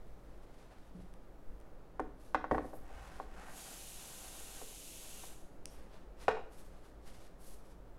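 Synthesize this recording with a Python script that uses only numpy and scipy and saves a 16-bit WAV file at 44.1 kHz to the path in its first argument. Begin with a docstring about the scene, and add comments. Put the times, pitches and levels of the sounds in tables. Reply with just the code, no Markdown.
"""A small room with bare walls, heard in mono from close by: a framed whiteboard is being hung.
The frame knocks on its wall clips and drags over them; the back hisses down the plaster; a clip ticks
and a hard knock seats the board. Knocks ring the panel's modes, and the ring shifts as the board sinks
into the clips. Drags, slide and cotton gloves are random friction slips that swell, hold and fade.
Underneath are room air, the rumble of the swaying panel and a very faint high whine."""
import sys
import numpy as np
from scipy import signal
from scipy.fft import rfft, irfft, next_fast_len
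from scipy.io import wavfile
from scipy.ndimage import uniform_filter1d

SR = 44100
rng = np.random.default_rng(int(sys.argv[2]) if len(sys.argv) > 2 else 0)


def wav_record(signal):
    """Record a signal, one row per channel, as 16-bit PCM in the file named by sys.argv[1]."""
    frames = np.transpose(np.atleast_2d(signal))
    bounded = np.clip(frames, -1, 1)
    # unit amplitude maps onto the largest positive 16-bit level
    quanta = np.round(bounded * 32767).astype(np.int16)
    wavfile.write(sys.argv[1], SR, quanta)


N = 352089
TIME = np.arange(N) / SR


def undb(db):
    """Decibels to gain."""
    return 10 ** (np.asarray(db) / 20)


def unit_rms(x):
    """Scale to rms 1."""
    return x / np.sqrt(np.mean(x ** 2))


def unit_blow(x):
    """Scale to the energy of 10 ms at rms 1."""
    return x / np.sqrt(np.sum(x ** 2) / (.01 * SR))


def decay(t, t60_s):
    """Exponential fade, 60 dB down at t60_s."""
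    return np.exp(-np.log(1000) * t / t60_s)


def add(out, start_s, x):
    """Mix x into out from start_s on."""
    i = max(int(start_s * SR), 0)
    out[i:i + len(x)] += x[:len(out) - i]


def bin_hz(size):
    """FFT bin frequencies, floored at 1 Hz."""
    return np.maximum(np.fft.rfftfreq(size, 1 / SR), 1)


def curve_db(points, hz):
    """Interpolate (Hz, dB) points over log frequency."""
    point_hz, db = np.transpose(points)
    return np.interp(np.log(hz), np.log(point_hz), db)


def peaks_db(rows, hz):
    """Lift from (Hz, width Hz, dB) resonances."""
    return sum(db / (1 + (2 * (hz - centre_hz) / width_hz) ** 2) for centre_hz, width_hz, db in rows)


def tilted(points, db_per_octave, pivot_hz):
    """Tilt (Hz, dB) points about a pivot."""
    return [(hz, db + db_per_octave * np.log2(hz / pivot_hz)) for hz, db in points]


def colour(x, db):
    """Minimum-phase filter with the given dB per bin."""
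    cepstrum = irfft(np.log(undb(db)), len(x))
    cepstrum[1:len(x) // 2] *= 2
    cepstrum[len(x) // 2 + 1:] = 0
    return irfft(rfft(x) * np.exp(rfft(cepstrum)), len(x))


def tint(x, points, resonances=()):
    """Zero-phase filter for long sounds; output at rms 1."""
    size = next_fast_len(len(x))
    hz = bin_hz(size)
    db = curve_db(points, hz) + peaks_db(resonances, hz)
    return unit_rms(irfft(rfft(x, size) * undb(db), size)[:len(x)])


def wander(rate_hz):
    """Smooth random drift at rms 1."""
    step = max(int(SR / rate_hz), 1)
    stairs = np.repeat(rng.standard_normal(N // step + 1), step)
    return unit_rms(uniform_filter1d(stairs, step)[:N])


def friction(slips_per_s, flutter_db, flutter_hz):
    """Tiny asperities let go at random while the pressure flutters."""
    slips = (rng.random(N) < slips_per_s / SR) * rng.standard_normal(N)
    return slips * undb(flutter_db * wander(flutter_hz))


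def rub_gain(start_s, hold_s, attack_s, release_s, range_db=20):
    """One rub: swells to 1 by start_s, holds, fades; range_db per attack or release time."""
    early_s = np.maximum(start_s - TIME, 0)
    late_s = np.maximum(TIME - start_s - hold_s, 0)
    return undb(-range_db * np.minimum(early_s / attack_s + late_s / release_s, 10))


SLIDE_START_S, SLIDE_HOLD_S = 3.584, 1.671
def sliding():
    """How firmly the board moves along the plaster, 0 to 1."""
    return rub_gain(SLIDE_START_S, SLIDE_HOLD_S, attack_s=0.15, release_s=0.21)


# Room air spectrum. Each row: frequency in Hz, relative density in dB.
AIR_SPECTRUM = [(59, -28), (100, -9.5), (193, -2.5), (219, -8), (288, -4.5), (431, -7.5), (511, -6),
                (1070, -17), (1170, -16.5), (1330, -18.5), (2720, -31.5), (11000, -46.5), (15800, -65)]
# Spectrum of the air fanned by the panel. Each row: frequency in Hz, relative density in dB.
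SWAY_SPECTRUM = [(3, -3.5), (8, -10.5), (16, -9), (25, -12), (33, -20.5), (42, -17.5), (51, -12.5),
                 (62, -27), (80, -32), (120, -30), (200, -68)]
def background(air_db=-60.5, sway_db=-49.5, pressed_db=-3, whine_hz=14700, whine_db=-97):
    """Room air, a faint whine, and air fanned by the swaying panel, less while it slides on the wall."""
    air = tint(rng.standard_normal(N), AIR_SPECTRUM) * undb(air_db + .5 * wander(4.5))
    rumble = tint(rng.standard_normal(N), SWAY_SPECTRUM)
    rumble *= undb(sway_db + wander(2.916) + pressed_db * sliding())
    whine = undb(whine_db) * np.sin(2 * np.pi * whine_hz * TIME)
    return air + rumble + whine


# Room echo bands. Each row: centre in Hz, T60 in seconds, gain in dB.
ECHO_BANDS = [(150, 0.49, -2), (396, 0.46, -6.5), (1000, 0.52, -13.5), (2770, 0.43, -3.5), (7000, 0.4, -5),
              (14000, 0.4, -18)]
def room_echo(x, first_echo_s=0.0066, build_s=0.0036, size=32768):
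    """Diffuse echo of bare walls, each band dying at its own rate."""
    t, hz = np.arange(size) / SR, bin_hz(size)
    noise_spectrum = rfft(rng.standard_normal(size))
    onset = 1 - np.exp(-np.maximum(t - first_echo_s, 0) / build_s)
    log_centres = np.log([row[0] for row in ECHO_BANDS])
    response = np.zeros(size)
    for (_, t60_s, db), share in zip(ECHO_BANDS, np.eye(len(ECHO_BANDS))):
        fade = onset * decay(t, t60_s)
        band = irfft(noise_spectrum * np.interp(np.log(hz), log_centres, share), size)
        response += undb(db) * band * fade / np.sqrt(np.sum(fade ** 2))
    return signal.fftconvolve(x, response)[:N]


# Spectrum of cotton on the frame. Each row: frequency in Hz, relative level in dB.
COTTON_SPECTRUM = [(800, -3.5), (2200, -3.5), (3300, -2.5), (5000, -2), (7000, -3), (11000, 0),
                   (13000, -6.5), (15500, -18)]
def cotton(fibres, tilt_db_per_octave):
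    """Fibre slips heard as cloth on the frame; more tilt is brighter."""
    return tint(fibres, tilted(COTTON_SPECTRUM, tilt_db_per_octave, pivot_hz=6000))


# Glove strokes. Each row: start in seconds, hold in seconds, level in dB, tilt in dB per octave.
GLOVE_STROKES = [(0.59, 0.075, -76, -5.5), (0.71, .02, -64, -9.5), (2.21, 0.075, -71, -1),
                 (2.52, 0.21, -72, 0), (2.76, 0.017, -69.5, 17.5), (3.018, 0.2, -66.5, -4),
                 (5.713, 0.013, -69.5, 7), (5.725, 0.093, -64, -6.5), (5.924, 0.064, -62.5, -7),
                 (6.212, 0.019, -58, -4.5), (6.533, 0.13, -68.5, -0.5), (6.738, 0.018, -67.5, -6),
                 (6.837, 0.031, -68, -3.5), (7.067, 0.086, -63, -3.5), (7.207, 0.057, -68, -3.5),
                 (7.439, 0.082, -61, 2), (7.66, 0.053, -71.5, -2)]
def gloves(carry_s=1.14, rustle_db=-74.5, attack_s=0.049):
    """Cotton rustles while the board is carried, then brushes the frame in soft swells."""
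    fibres = friction(slips_per_s=12000, flutter_db=2.0, flutter_hz=45)
    carrying = rub_gain(0, carry_s, attack_s, release_s=0.24)
    out = cotton(fibres, tilt_db_per_octave=-5) * carrying * undb(rustle_db + 2.5 * wander(20))
    for start_s, hold_s, db, tilt in GLOVE_STROKES:
        swell = rub_gain(start_s, hold_s, attack_s, release_s=0.1)
        heard = swell > .01
        out[heard] += undb(db) * swell[heard] * cotton(fibres[heard], tilt)
    return out


# Clip and marker ticks. Each row: start in seconds, level in dB, tilt in dB per octave.
TICK_EVENTS = [(1.1395, -65.5, -5.5), (1.602, -74, 2), (1.613, -74, -4), (2.0, -64, 0), (2.346, -63, -5),
               (5.6566, -46.5, 0), (6.288, -63, 0)]
# Tick spectrum. Each row: frequency in Hz, relative level in dB.
TICK_SPECTRUM = [(500, -16), (1500, -9), (2800, 3), (4050, -8), (5800, 4), (7500, -7), (9000, 3.5),
                 (11500, -2), (15500, -28)]
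def ticks(grit_gain=0.11, grit_decay_s=0.00041, size=2048):
    """Small hard snaps of the wall clips and the marker: an impulse with a gritty tail."""
    out, t, hz = np.zeros(N), np.arange(size) / SR, bin_hz(size)
    for start_s, db, tilt in TICK_EVENTS:
        grit = grit_gain * rng.standard_normal(size) * np.exp(-t / grit_decay_s)
        spectrum_db = curve_db(tilted(TICK_SPECTRUM, tilt, pivot_hz=5000), hz)
        snap = colour(signal.unit_impulse(size) + grit, spectrum_db)
        add(out, start_s, undb(db) * unit_blow(snap))
    return out


# Drags over a wall clip. Each row: start in seconds, hold in seconds, level in dB.
DRAG_MOVES = [(2.94, 0.21, -57), (3.409, 0.066, -53.5), (3.53, 0.23, -59), (3.997, 0.6, -61),
              (5.02, 0.28, -66)]
# Drag spectrum. Each row: frequency in Hz, relative level in dB.
DRAG_SPECTRUM = [(300, -5.5), (600, -2), (1100, -1.5), (1700, -5.5), (2500, -14), (4500, -19), (7000, -20),
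                 (11000, -24.5), (15500, -38)]
# Frame resonances. Each row: centre in Hz, width in Hz, lift in dB.
FRAME_RESONANCES = [(772, 94, 8.5), (1416, 24, 6.5), (1550, 41, 7.5), (1867, 42, 8), (2220, 36, 6.5),
                    (2570, 100, 9), (2900, 89, 7)]
def frame_drags(attack_s=0.23, release_s=0.24):
    """Coarse friction on a wall clip excites narrow resonances of the frame."""
    slips = friction(slips_per_s=4300, flutter_db=1.0, flutter_hz=31)
    moves = [undb(db) * rub_gain(start_s, hold_s, attack_s, release_s)
             for start_s, hold_s, db in DRAG_MOVES]
    return tint(slips, DRAG_SPECTRUM, FRAME_RESONANCES) * np.max(moves, axis=0)


# Spectrum of the board on plaster. Each row: frequency in Hz, relative level in dB.
PLASTER_SPECTRUM = [(900, -15), (1500, -18), (2100, -6), (2800, 0.5), (3700, -1), (5000, -3), (5700, -1.5),
                    (6600, 2.5), (8500, 0.5), (11200, 2), (13000, -6), (15800, -16)]
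def plaster_slide(start_db=-53, sag_db_per_s=0.44):
    """The board's back slides down the plaster: dense slips make an even hiss that eases a little."""
    slips = friction(slips_per_s=25000, flutter_db=0.2, flutter_hz=20)
    level_db = start_db - sag_db_per_s * (TIME - SLIDE_START_S)
    return tint(slips, PLASTER_SPECTRUM) * sliding() * undb(level_db)


# Panel flexes. Each row: start in seconds, pitch in Hz, T60 in seconds, level in dB.
PANEL_FLEXES = [(0.949, 183, 0.13, -41.5), (2.0, 44.7, 0.19, -42.5), (2.518, 104, 0.088, -32),
                (2.524, 243, 0.13, -34), (2.509, 48.7, 0.2, -35.5), (2.96, 49.5, 0.44, -41.5)]
def panel_thuds(rise_s=0.0018, size=16384):
    """Heavy blows and the first drag flex the whole panel, one low mode per flex."""
    out, t = np.zeros(N), np.arange(size) / SR
    onset = 1 - np.exp(-t / rise_s)
    for start_s, hz, t60_s, db in PANEL_FLEXES:
        add(out, start_s, undb(db) * np.sin(2 * np.pi * hz * t) * onset * decay(t, t60_s))
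    return out


# Panel and frame modes. Each row: frequency in Hz, T60 in seconds, relative dB loose, relative dB seated.
BOARD_MODES = [(125.7, 0.21, -18, -29), (189.8, 0.5, -23.5, -26), (258, 0.26, -10.5, -17.5),
               (293.5, 0.075, -2, -14), (320.6, 0.27, -7.5, -34), (384, 0.13, -15, -22),
               (442.7, 0.22, -10, 4), (498.5, 0.21, -9, -5.5), (589, 0.13, -8.5, -5), (736, 0.16, -6, -19),
               (801, 0.055, 2.5, 3), (882, 0.08, -9, 2), (920, 0.084, -33, -3), (1050, 0.055, -15, -9),
               (1113, 0.038, 3.5, 2), (1319, 0.077, -9.5, -0.5), (1467, 0.042, -1, -24),
               (1745, 0.056, -5, -9), (1820, 0.037, -5.5, -12), (2120, .06, -33, -33),
               (2470, 0.018, -34, 5), (2920, .06, -35, -11)]
def board_ring(t, seated):
    """Pinning the frame shifts the ring to other modes; neighbours swing in opposite senses."""
    ring = np.zeros(len(t))
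    for k, (hz, t60_s, loose_db, seated_db) in enumerate(BOARD_MODES):
        gain = undb(loose_db + seated * (seated_db - loose_db))
        ring += (-1) ** k * gain * np.sin(2 * np.pi * hz * t) * decay(t, t60_s)
    return ring


# Spectrum of the panel's dense, short-lived modes. Each row: frequency in Hz, relative level in dB.
PANEL_SPECTRUM = [(60, -12.5), (250, -11.5), (550, 2), (850, 4), (1200, -3), (1500, -2.5), (1950, -6.5),
                  (2700, -12.5), (5000, -13), (9000, -16), (15000, -23)]
def knock(contact_hz, weight_db, ring_db, seated, waves_db=-2, waves_t60_s=0.058, size=16384):
    """One blow: a frame clack, dense dying panel waves and ringing modes; seated runs 0 to 1."""
    t, hz = np.arange(size) / SR, bin_hz(size)
    panel_db = curve_db(PANEL_SPECTRUM, hz)
    frame_hz = np.interp(seated, [0, 1], [1130, 680])  # lower against the wall
    frame_db = peaks_db([(frame_hz, 560, 6)], hz) - 10 * np.log10(1 + (hz / 3200) ** 2)
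    clack = colour(signal.unit_impulse(size), panel_db + frame_db)
    burst = rng.standard_normal(size) * decay(t, waves_t60_s) * (1 - np.exp(-t / 0.00069))
    waves = colour(burst, panel_db)
    tail = undb(waves_db) * unit_blow(waves) + unit_blow(board_ring(t, seated))
    blow = disperse(unit_blow(clack) + undb(ring_db) * tail)
    soft_contact_db = -10 * np.log10(1 + (hz / contact_hz) ** 4.05)
    bending_db = weight_db / (1 + (hz / 680) ** 6)  # a heavy blow bends the whole panel
    pinned_db = -6 * seated / (1 + (hz / 330) ** 6)  # a pinned panel cannot swing widely
    return unit_blow(colour(blow, soft_contact_db + bending_db + pinned_db))


def disperse(x, delay_at_1khz_s=0.000897):
    """Bending waves spread: treble runs ahead, bass arrives late."""
    phase = 4 * np.pi * delay_at_1khz_s * np.sqrt(1000 * bin_hz(len(x)))
    return irfft(rfft(x) * np.exp(-1j * phase), len(x))


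# Blows on the frame. Each row: start in seconds, level in dB, contact cut-off in Hz,
# bass weight in dB, ring against the clack in dB.
FRAME_BLOWS = [(0.991, -51.5, 182, 16, -9), (1.9951, -31, 1290, 3.5, 3), (2.3457, -25, 1770, -5.5, 1.5),
               (2.4413, -35.5, 1480, -2, -2), (2.5114, -25, 1450, 4.5, 7), (2.528, -33, 300, 10, -10),
               (2.5453, -31.5, 1250, 3, 14), (2.5809, -32.5, 1630, 1.5, -1.5), (2.645, -43, 520, 8, 8),
               (2.731, -43.5, 895, 2.5, 11), (2.899, -54, 1900, 6, 7), (3.199, -38.5, 970, -5, -2.5),
               (4.615, -47, 900, 5, 3), (5.235, -52.5, 1300, -14, 4), (6.281, -21.5, 2330, 1, 1.5),
               (6.2923, -38, 1300, -12, -1), (6.312, -39, 3000, -4, -1), (6.369, -40.5, 1000, -10.5, -1)]
def frame_knocks(loose_until_s=2.2, seated_at_s=7, seated_send_db=2):
    """Direct knocks and their echo send; as the board seats, the wall passes more to the room."""
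    direct, send = np.zeros(N), np.zeros(N)
    for start_s, db, contact_hz, weight_db, ring_db in FRAME_BLOWS:
        seated = np.interp(start_s, [loose_until_s, seated_at_s], [0, 1])
        blow = undb(db) * knock(contact_hz, weight_db, ring_db, seated)
        add(direct, start_s, blow)
        add(send, start_s, blow * undb(seated * seated_send_db))
    return direct, send


def scene(knock_send_db=-2.5, tick_send_db=-5, rub_send_db=-4):
    """Board sounds, their echo and the background, alike in both channels."""
    knocks, knock_send = frame_knocks()
    thuds, snaps = panel_thuds(), ticks()
    rubs = frame_drags() + plaster_slide() + gloves()
    send = thuds + undb(knock_send_db) * knock_send + undb(tick_send_db) * snaps + undb(rub_send_db) * rubs
    mono = knocks + thuds + snaps + rubs + room_echo(send) + background()
    return np.tile(mono, (2, 1))


def record(dry):
    """The phone cuts the top with a steep low-pass."""
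    top_hz = 15800
    return signal.sosfilt(signal.ellip(10, .2, 70, top_hz, fs=SR, output="sos"), dry)


dry = scene()
out = record(dry)
wav_record(out)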